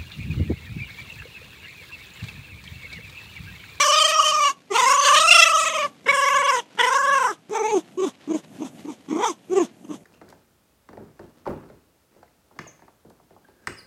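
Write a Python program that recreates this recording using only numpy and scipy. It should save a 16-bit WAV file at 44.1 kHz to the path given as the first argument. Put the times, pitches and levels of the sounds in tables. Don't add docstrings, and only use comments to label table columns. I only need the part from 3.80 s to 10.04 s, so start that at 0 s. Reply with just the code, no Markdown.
import sys
import numpy as np
from scipy import signal
from scipy.fft import rfft, irfft, next_fast_len
from scipy.io import wavfile
from scipy.ndimage import uniform_filter1d, minimum_filter1d

SR = 44100
rng = np.random.default_rng(int(sys.argv[2]) if len(sys.argv) > 2 else 0)


def store_wav(level_fs):
    pcm = np.round(np.clip(np.atleast_2d(level_fs), -1, 1) * 32767)
    wavfile.write(sys.argv[1], SR, pcm.T.astype(np.int16))


N = 275139
TIME = np.arange(N) / SR
TOP_HZ = 15600
# start/s, end/s, flutter depth, closing puff/dB
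WHINES = [(-.02, 0.728, 0.91, -43.5), (.899, 2.078, 1.04, -43), (2.258, 2.815, 0.94, -43),
          (2.973, 3.542, .95, -42.5), (3.696, 4.003, .85, -39.5), (5.277, 5.528, .55, -40.5)]
# start/s, end/s, time the throbs are counted from/s, top pitch/Hz, level/dB,
# roughness, closing puff/dB
YIPS = [(4.172, 4.295, 4.215, 391.6, -17, .45, -37.5), (4.475, 4.596, 4.533, 341.7, -21, 0.8, -42),
        (4.787, 4.884, 4.2, 311.8, -27.5, 0.9, -42.5), (5.047, 5.143, 5.067, 318, -28.5, 0.9, -47),
        (5.696, 5.858, 6.3, 397, -14.5, 0.4, -38.5), (6.037, 6.061, 6.03, 321.2, -37, .3, -73),
        (6.089, 6.165, 5.9, 314.2, -25.5, 0.9, -45.5)]


def fox_voice(catch_rough=.4, edge_db=-2, scream_db=18, patchy_db=1.1):
    # f/Hz, level/dB
    wide_jaw = [(550, -10), (800, 6), (1100, 10.5), (1350, 3.5), (1750, -18.5), (2050, -12.5), (2450, -11),
                (3050, -7.5), (3800, -23), (4400, -10.5), (6400, -6.5), (8600, -14.5), (10000, -26),
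                (13500, -29)]
    scream_jaw = [(550, -1.5), (1000, 1), (1350, -3.5), (1650, -8), (2050, -0.5), (2350, -8.5), (2750, 0),
                  (3400, -6), (4300, -15.5), (4950, -11.5), (6200, -9), (8500, -13.5), (10500, -28.5),
                  (13500, -28.5)]
    narrow_jaw = [(550, -8), (800, 4.5), (1080, 5.5), (1600, -11), (2150, -14.5), (2480, -19.5),
                  (2900, -12.5), (3500, -23.5), (4300, -34.5), (5200, -20.5), (8300, -22), (9900, -34),
                  (11200, -33), (14000, -43)]
    shut_jaw = [(500, 5.5), (700, 10), (880, 8.5), (1130, 6.5), (1340, -6.5), (1500, -14.5), (1900, -21),
                (2350, -15.5), (2650, -22), (3300, -16.5), (4300, -29.5), (6400, -12), (8400, -21),
                (10000, -34), (13500, -36)]
    jaw_changes_s = (.82, 2.18, 3.62)
    hz, hoarse, bands_db, voiced, throbs, catch_db, warble = add_yips(*whine_gestures())
    bend, loudness, arch = flutter(throbs, hoarse, catch_db, warble)
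    fundamental, buzz = vocal_folds(hz * bend, hoarse, catch_rough * (1 - arch) ** 2)
    buzz = ground_echoes(buzz)
    vowels = [colour(buzz, jaw) for jaw in (wide_jaw, scream_jaw, narrow_jaw, shut_jaw)]
    throat = np.choose(np.searchsorted(jaw_changes_s, TIME), vowels)
    mouth = steady(band(throat, 560, 1460))
    upper = steady(band(throat, 1460, 4200))
    hiss = steady(band(throat, 4200, 15000))
    low_gain, mouth_gain, upper_gain, hiss_gain = gains = undb(bands_db)
    shrill = upper_gain ** 2 / np.sum(gains ** 2, axis=0)
    edge = undb((edge_db + scream_db * shrill ** 2) * (arch - .914))
    voice = undb(.5 + patchy_db * wander(50)) * low_gain * fundamental
    voice += undb(2) * mouth_gain * mouth
    voice += undb(1 + patchy_db * wander(70)) * upper_gain * edge * upper
    voice += undb(.5 + patchy_db * wander(110)) * hiss_gain * np.sqrt(edge) * hiss
    return band(voice * loudness * voiced, 160, 15000)


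def whine_gestures(attack_s=.018, release_s=.027, catch_db=-3):
    # t/s, crest pitch/Hz, roughness
    tension = [(0, 599, 0.19), (.12, 599.6, 0.08), (.23, 636, 0.02), (.45, 636, 0.18), (.56, 608, 0.14),
               (.64, 594, 0), (.73, 545, 0.01), (.925, 400, .25), (.99, 534.5, .33), (1.04, 496.2, .3),
               (1.11, 566.7, .25), (1.2, 565, .15), (1.31, 586, .15), (1.52, 701.3, 0.09),
               (1.7, 650.7, 0.06), (1.92, 648.7, 0.14), (2.08, 568, 0.08), (2.26, 538, 0.47),
               (2.31, 565.2, 0.4), (2.39, 559, 0.17), (2.69, 567.4, 0.04), (2.81, 454.4, 0.46),
               (2.97, 483.3, 0.69), (3.08, 507.6, 0.31), (3.15, 552.6, .18), (3.33, 570.3, 0.11),
               (3.46, 503.5, .2), (3.55, 330.4, 0.36), (3.7, 411, 0.56), (3.76, 455.4, .35),
               (3.85, 433.7, .2), (3.9, 466.4, .2), (3.95, 404.7, 0.23), (4.01, 295.9, 0.17),
               (5.28, 299.9, 1.06), (5.37, 345, .95), (5.435, 489.2, 0.6), (5.475, 444, .15),
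               (5.53, 273.5, 0.27)]
    # t/s, fundamental/dB, mouth resonance/dB, upper resonances/dB, teeth hiss/dB
    vowel = [(0.0, -33, -22, -15.5, -22), (0.065, -29.0, -20, -27, -24.5), (0.205, -26.5, -20.5, -16, -22),
             (0.309, -27.0, -29, -23.0, -26.5), (0.404, -33, -13.5, -29.5, -28.5),
             (0.464, -28, -23.5, -18, -24.5), (0.569, -35.5, -20, -33, -31.5),
             (0.673, -34.5, -18, -23, -29), (0.708, -50, -22, -31, -30.5), (0.92, -22.5, -34, -39, -40.5),
             (0.965, -30.5, -17.5, -21.5, -25.5), (1.204, -32, -16, -29, -25),
             (1.254, -27, -21, -19, -21.5), (1.314, -30.5, -12.5, -27, -26.5),
             (1.389, -24.5, -20.5, -13.5, -22), (1.449, -27, -13.5, -27, -27.0),
             (1.514, -24, -26, -5.5, -15), (1.579, -27.5, -17, -19, -20), (1.628, -26.5, -22.5, -9, -18),
             (1.733, -29.5, -16, -31, -30), (1.808, -28, -19, -24, -22.5),
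             (1.918, -33.5, -30.0, -27.5, -32.5), (2.057, -26.5, -21, -27.5, -40.5),
             (2.275, -25, -29.5, -19, -39), (2.31, -28, -24.5, -15.5, -37), (2.365, -30, -23.5, -26, -33),
             (2.574, -30.5, -19.5, -25, -34.5), (2.629, -29.5, -21.5, -28.0, -39),
             (2.694, -30, -19.0, -23.5, -33), (2.789, -32, -27.5, -31.5, -36.5),
             (2.985, -29, -26, -18.5, -38), (3.105, -30.5, -20.5, -27.5, -33),
             (3.17, -29, -18.5, -22.5, -30), (3.244, -32.5, -21.5, -28, -37.5),
             (3.309, -27, -19.5, -21.5, -37), (3.479, -36.5, -21, -35, -36.0),
             (3.519, -29, -31.5, -38.5, -43), (3.715, -26, -44.5, -52.5, -49.0),
             (3.76, -32, -25.5, -36, -38), (3.815, -21.5, -26.5, -40, -40), (3.905, -31, -26.5, -36.0, -39),
             (3.949, -19, -27.5, -49, -39), (3.984, -16, -32, -44.0, -40), (5.3, -28, -44.5, -46, -50.5),
             (5.38, -25, -33, -45, -46), (5.44, -28.5, -23.5, -31.5, -39.0),
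             (5.465, -36, -19, -33.5, -32.5), (5.5, -23, -33, -42, -35)]
    # first catch/s, start rate/Hz, middle rate/Hz, end rate/Hz
    pace = [(-.002, 25.6, 25, 22.4), (.934, 24.4, 28.05, 21.3), (2.277, 22.1, 23.45, 20.6),
            (2.985, 26.6, 23.55, 22.9), (3.708, 28.7, 20.3, 34.5), (5.299, 13, 31.5, 21)]
    hz, hoarse = curves(tension)
    voiced, throbs, depth = np.zeros((3, N))
    for (start, end, flutter_depth, _), (catch, *rates) in zip(WHINES, pace):
        now = (TIME >= start) & (TIME < end)
        t = TIME[now]
        throb_hz = np.interp(t, np.linspace(start, end, len(rates)), rates)
        turns = np.cumsum(throb_hz) / SR
        throbs[now] = turns - np.interp(catch, t, turns)
        depth[now] = flutter_depth
        voiced[now] = (ramp(t - start, attack_s) * ramp(end - t, release_s)) ** 1.3
    return hz, hoarse, np.array(curves(vowel)), voiced, throbs, catch_db * depth, depth


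def add_yips(hz, hoarse, bands_db, voiced, throbs, catch_db, warble):
    flutter_hz, fade_s = 21.82, .004
    scoop, sag = .091, .58
    peak, open_width = .58, .39
    onset_db, tail_db, shut_db = -7.5, -23.5, -10.5
    open_db = np.array([-13, -23.5, -21.5])
    for start, end, count_from, top_hz, db, rough, _ in YIPS:
        now = (TIME >= start) & (TIME < end)
        t = TIME[now]
        place = (t - start) / (end - start)
        hz[now] = top_hz * (1 - np.where(place < .5, scoop, sag) * (2 * place - 1) ** 2)
        early, late = ramp(peak - place, peak), ramp(place - peak, 1 - peak)
        bands_db[:, now] = db + onset_db * early ** 2 + tail_db * late ** 2
        shut = 1 - np.exp(-((place - peak) / open_width) ** 2)
        bands_db[1:, now] += open_db[:, None] + shut_db * shut
        voiced[now] = ramp(t - start, fade_s) * ramp(end - t, fade_s)
        throbs[now] = (t - count_from) * flutter_hz
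        hoarse[now], catch_db[now], warble[now] = rough, -6.5, .65
    return hz, hoarse, bands_db, voiced, throbs, catch_db, warble


def flutter(throbs, hoarse, catch_db, warble, lean_db=4, waver=.0076, scatter=.28, uneven_db=1.08):
    along = throbs % 1 - .5
    catch = np.abs(np.sin(np.pi * along)) ** 5.6
    arch = 1 - catch
    dip = catch * (1 + scatter * wander(25))
    pitch_drop = .085 + .24 * np.minimum(hoarse, .5)
    bend = 1 - warble * dip * pitch_drop + waver * wander(45)
    db = catch_db * dip + lean_db * along * arch + uneven_db * wander(25)
    flick_db = -5 * np.exp(-(((throbs + .54) % 1 - .5) / .08) ** 2)
    return bend, undb(db + flick_db), arch


def vocal_folds(hz, hoarse, catch_rough, jitter=.03, treble_air_db=-9, growl_db=-6):
    rough = hoarse + catch_rough
    phase = 2 * np.pi * np.cumsum(hz * (1 + jitter * rough * wander(400))) / SR
    phase += .028 * wander(450)
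    uneven = 1 + hoarse ** 2 * (.42 * wander(350) + .25 * np.cos(phase / 2))
    air = unit(noise() * (1 + .5 * np.cos(phase)))
    turbulence = rough * band(air, 1340, 17000) + undb(treble_air_db) * band(air, 3000, 17000)
    turbulence += hoarse ** 3 * band(air, 500, 1350)
    growl = undb(growl_db) * hoarse ** 3 * unit(band(noise(), 150, 360))
    return unit(np.cos(phase)) * uneven + growl, overtones(phase, hz) * uneven + turbulence


def overtones(phase, hz, ring_db=7.5, patchy_db=4.5, lag=.45, upper_width_hz=400, teeth_width_hz=550):
    # t/s, upper/Hz, teeth/Hz
    tongue = [(0, 3050, 5850), (.24, 3260, 4600), (.43, 2800, 6000), (.7, 2490, 5850), (1.12, 2286, 6700),
              (1.42, 2810, 6500), (1.52, 2470, 4840), (1.63, 2376, 5905), (1.73, 3050, 6400),
              (1.92, 2103, 6400), (2.3, 2150, 5300), (2.38, 1589, 5700), (2.66, 2408, 6400),
              (3.02, 1610, 5900), (3.45, 1650, 5750), (4.25, 3270, 6750), (5.45, 1861, 5950),
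              (5.75, 2877, 6330)]
    upper_hz, teeth_hz = curves(tongue)
    total = 0
    for k in range(2, 30):
        ring = np.exp(-((k * hz - upper_hz) / upper_width_hz) ** 2)
        ring += np.exp(-((k * hz - teeth_hz) / teeth_width_hz) ** 2)
        strength = undb(ring_db * ring + patchy_db * wander(20)) * ramp(TOP_HZ - k * hz, hz)
        total += strength * np.cos(k * phase - lag * k ** 2)
    return unit(total)


def ground_echoes(x, sway_s=.00023):
    echoes = ((.0007, -8), (.0021, -14), (.0047, -17), (.0083, -18), (.0125, -23))  # delay/s, level/dB
    return x + sum(undb(db) * np.interp(TIME - s - sway_s * wander(3.3), TIME, x, left=0)
                   for s, db in echoes)


def breath_puffs(lead_s=.018, half_width_s=.026):
    # f/Hz, level/dB
    breath = [(300, 14.5), (900, 7.5), (2300, -5.5), (3500, 5), (4400, -8), (6300, 2), (8500, -5),
              (11000, -11.5), (14000, -19)]
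    swell = sum(undb(db) * np.exp(-((TIME - end + lead_s) / half_width_s) ** 2)
                for _, end, *_, db in WHINES + YIPS)
    return swell * unit(band(colour(noise(), breath), 250, 14000))


def grit_ticks(decay_s=.0084):
    # t/s, level/dB
    ticks = [(2.244, -35.5), (2.952, -34.5), (3.589, -45.5), (3.696, -31.5), (4.444, -58.5), (4.475, -42),
             (4.643, -43.5), (4.763, -37.5), (4.795, -38), (5.005, -46), (5.682, -44.5), (5.911, -49.5),
             (6.082, -39)]
    strikes = sum(undb(db) * (TIME >= s) * np.exp(-np.abs(TIME - s) / decay_s) for s, db in ticks)
    grit = unit(colour(noise(), [(200, 29), (1000, 3.5), (3000, -15), (6500, -1.5), (13000, -18)]))
    return band(strikes * grit, 140, 14000)


def fur_rubbing(grain_db=3, half_width_s=.0092):
    # t/s, level/dB
    rub = [(0, -57.5), (2, -54.5), (3.5, -56.5), (4.1, -59), (4.4, -56), (4.65, -55.5), (4.95, -58),
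           (5.2, -55), (5.65, -60.5), (5.95, -58), (6.24, -65)]
    strokes = [(4.349, -60), (4.645, -52), (5.0, -53.5), (5.945, -65)]
    # f/Hz, level/dB
    fur = [(100, -8), (200, 7), (500, 4.5), (1200, -1.5), (3000, -1.5), (7000, -13), (13000, -26)]
    grains = noise() * undb(grain_db * wander(820))
    rustle = unit(band(colour(grains, fur), 60, 13500))
    gentle = undb(curves(rub)[0] + 4 * np.tanh(wander(14)))
    firm = sum(undb(db) * np.exp(-((TIME - s) / half_width_s) ** 2) for s, db in strokes)
    return rustle * (gentle + firm)


def yard_scatter(x, wet_db=-26, t60_s=.22):
    tail = band(noise() * undb(-60 * TIME / t60_s), 250, 7000)
    tail /= np.sqrt(np.sum(tail ** 2))
    return x + undb(wet_db) * signal.fftconvolve(x, tail)[:N]


def outdoor_rumble(start_db=-59.5, waver_db=4, rise_db=9):
    # f/Hz, level/dB
    rumble = [(25, -54), (60, -18.5), (110, 1), (170, 5.5), (260, 7), (420, -5.5), (700, -4.5),
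              (1200, -25.5), (2000, -22), (3000, -25.5), (4200, -39), (6500, -22), (13000, -27.5),
              (15000, -57.5)]
    bed = unit(colour(noise(), rumble))
    return bed * undb(start_db + waver_db * wander(8.2) + rise_db * TIME / TIME[-1])


def undb(db):
    return 10 ** (np.asarray(db) / 20)


def unit(x):
    return x / np.sqrt(np.mean(x ** 2))


def steady(x, size=1500):
    return x / np.sqrt(uniform_filter1d(uniform_filter1d(x ** 2, size), size) + 1e-12)


def ramp(x, length):
    return np.clip(x / length, 0, 1)


def curves(rows):
    s, *columns = np.transpose(rows)
    return [np.interp(TIME, s, column) for column in columns]


def noise():
    return rng.standard_normal(N)


def wander(rate_hz):
    return unit(np.interp(TIME * rate_hz, np.arange(N), noise()))


def band(x, lo_hz, hi_hz):
    return signal.sosfiltfilt(signal.butter(4, [lo_hz, hi_hz], "band", fs=SR, output="sos"), x)


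def colour(x, points):
    hz, db = np.transpose(points)
    size = next_fast_len(N + 4096)
    bin_hz = np.maximum(np.arange(size // 2 + 1) * SR / size, 1)
    gain = undb(np.interp(np.log(bin_hz), np.log(hz), db))
    return irfft(rfft(x, size) * gain, size)[:N]


def scene():
    fox = yard_scatter(fox_voice() + breath_puffs() + grit_ticks())
    return (fox + fur_rubbing() + outdoor_rumble())[None]


def record(dry, ceiling=.95):
    allowed = ceiling / np.maximum(np.abs(dry), ceiling)
    gain = uniform_filter1d(minimum_filter1d(allowed, size=300), size=300)
    return signal.sosfilt(signal.ellip(8, .2, 70, TOP_HZ, fs=SR, output="sos"), dry * gain)


dry = scene()
out = record(dry)
store_wav(out)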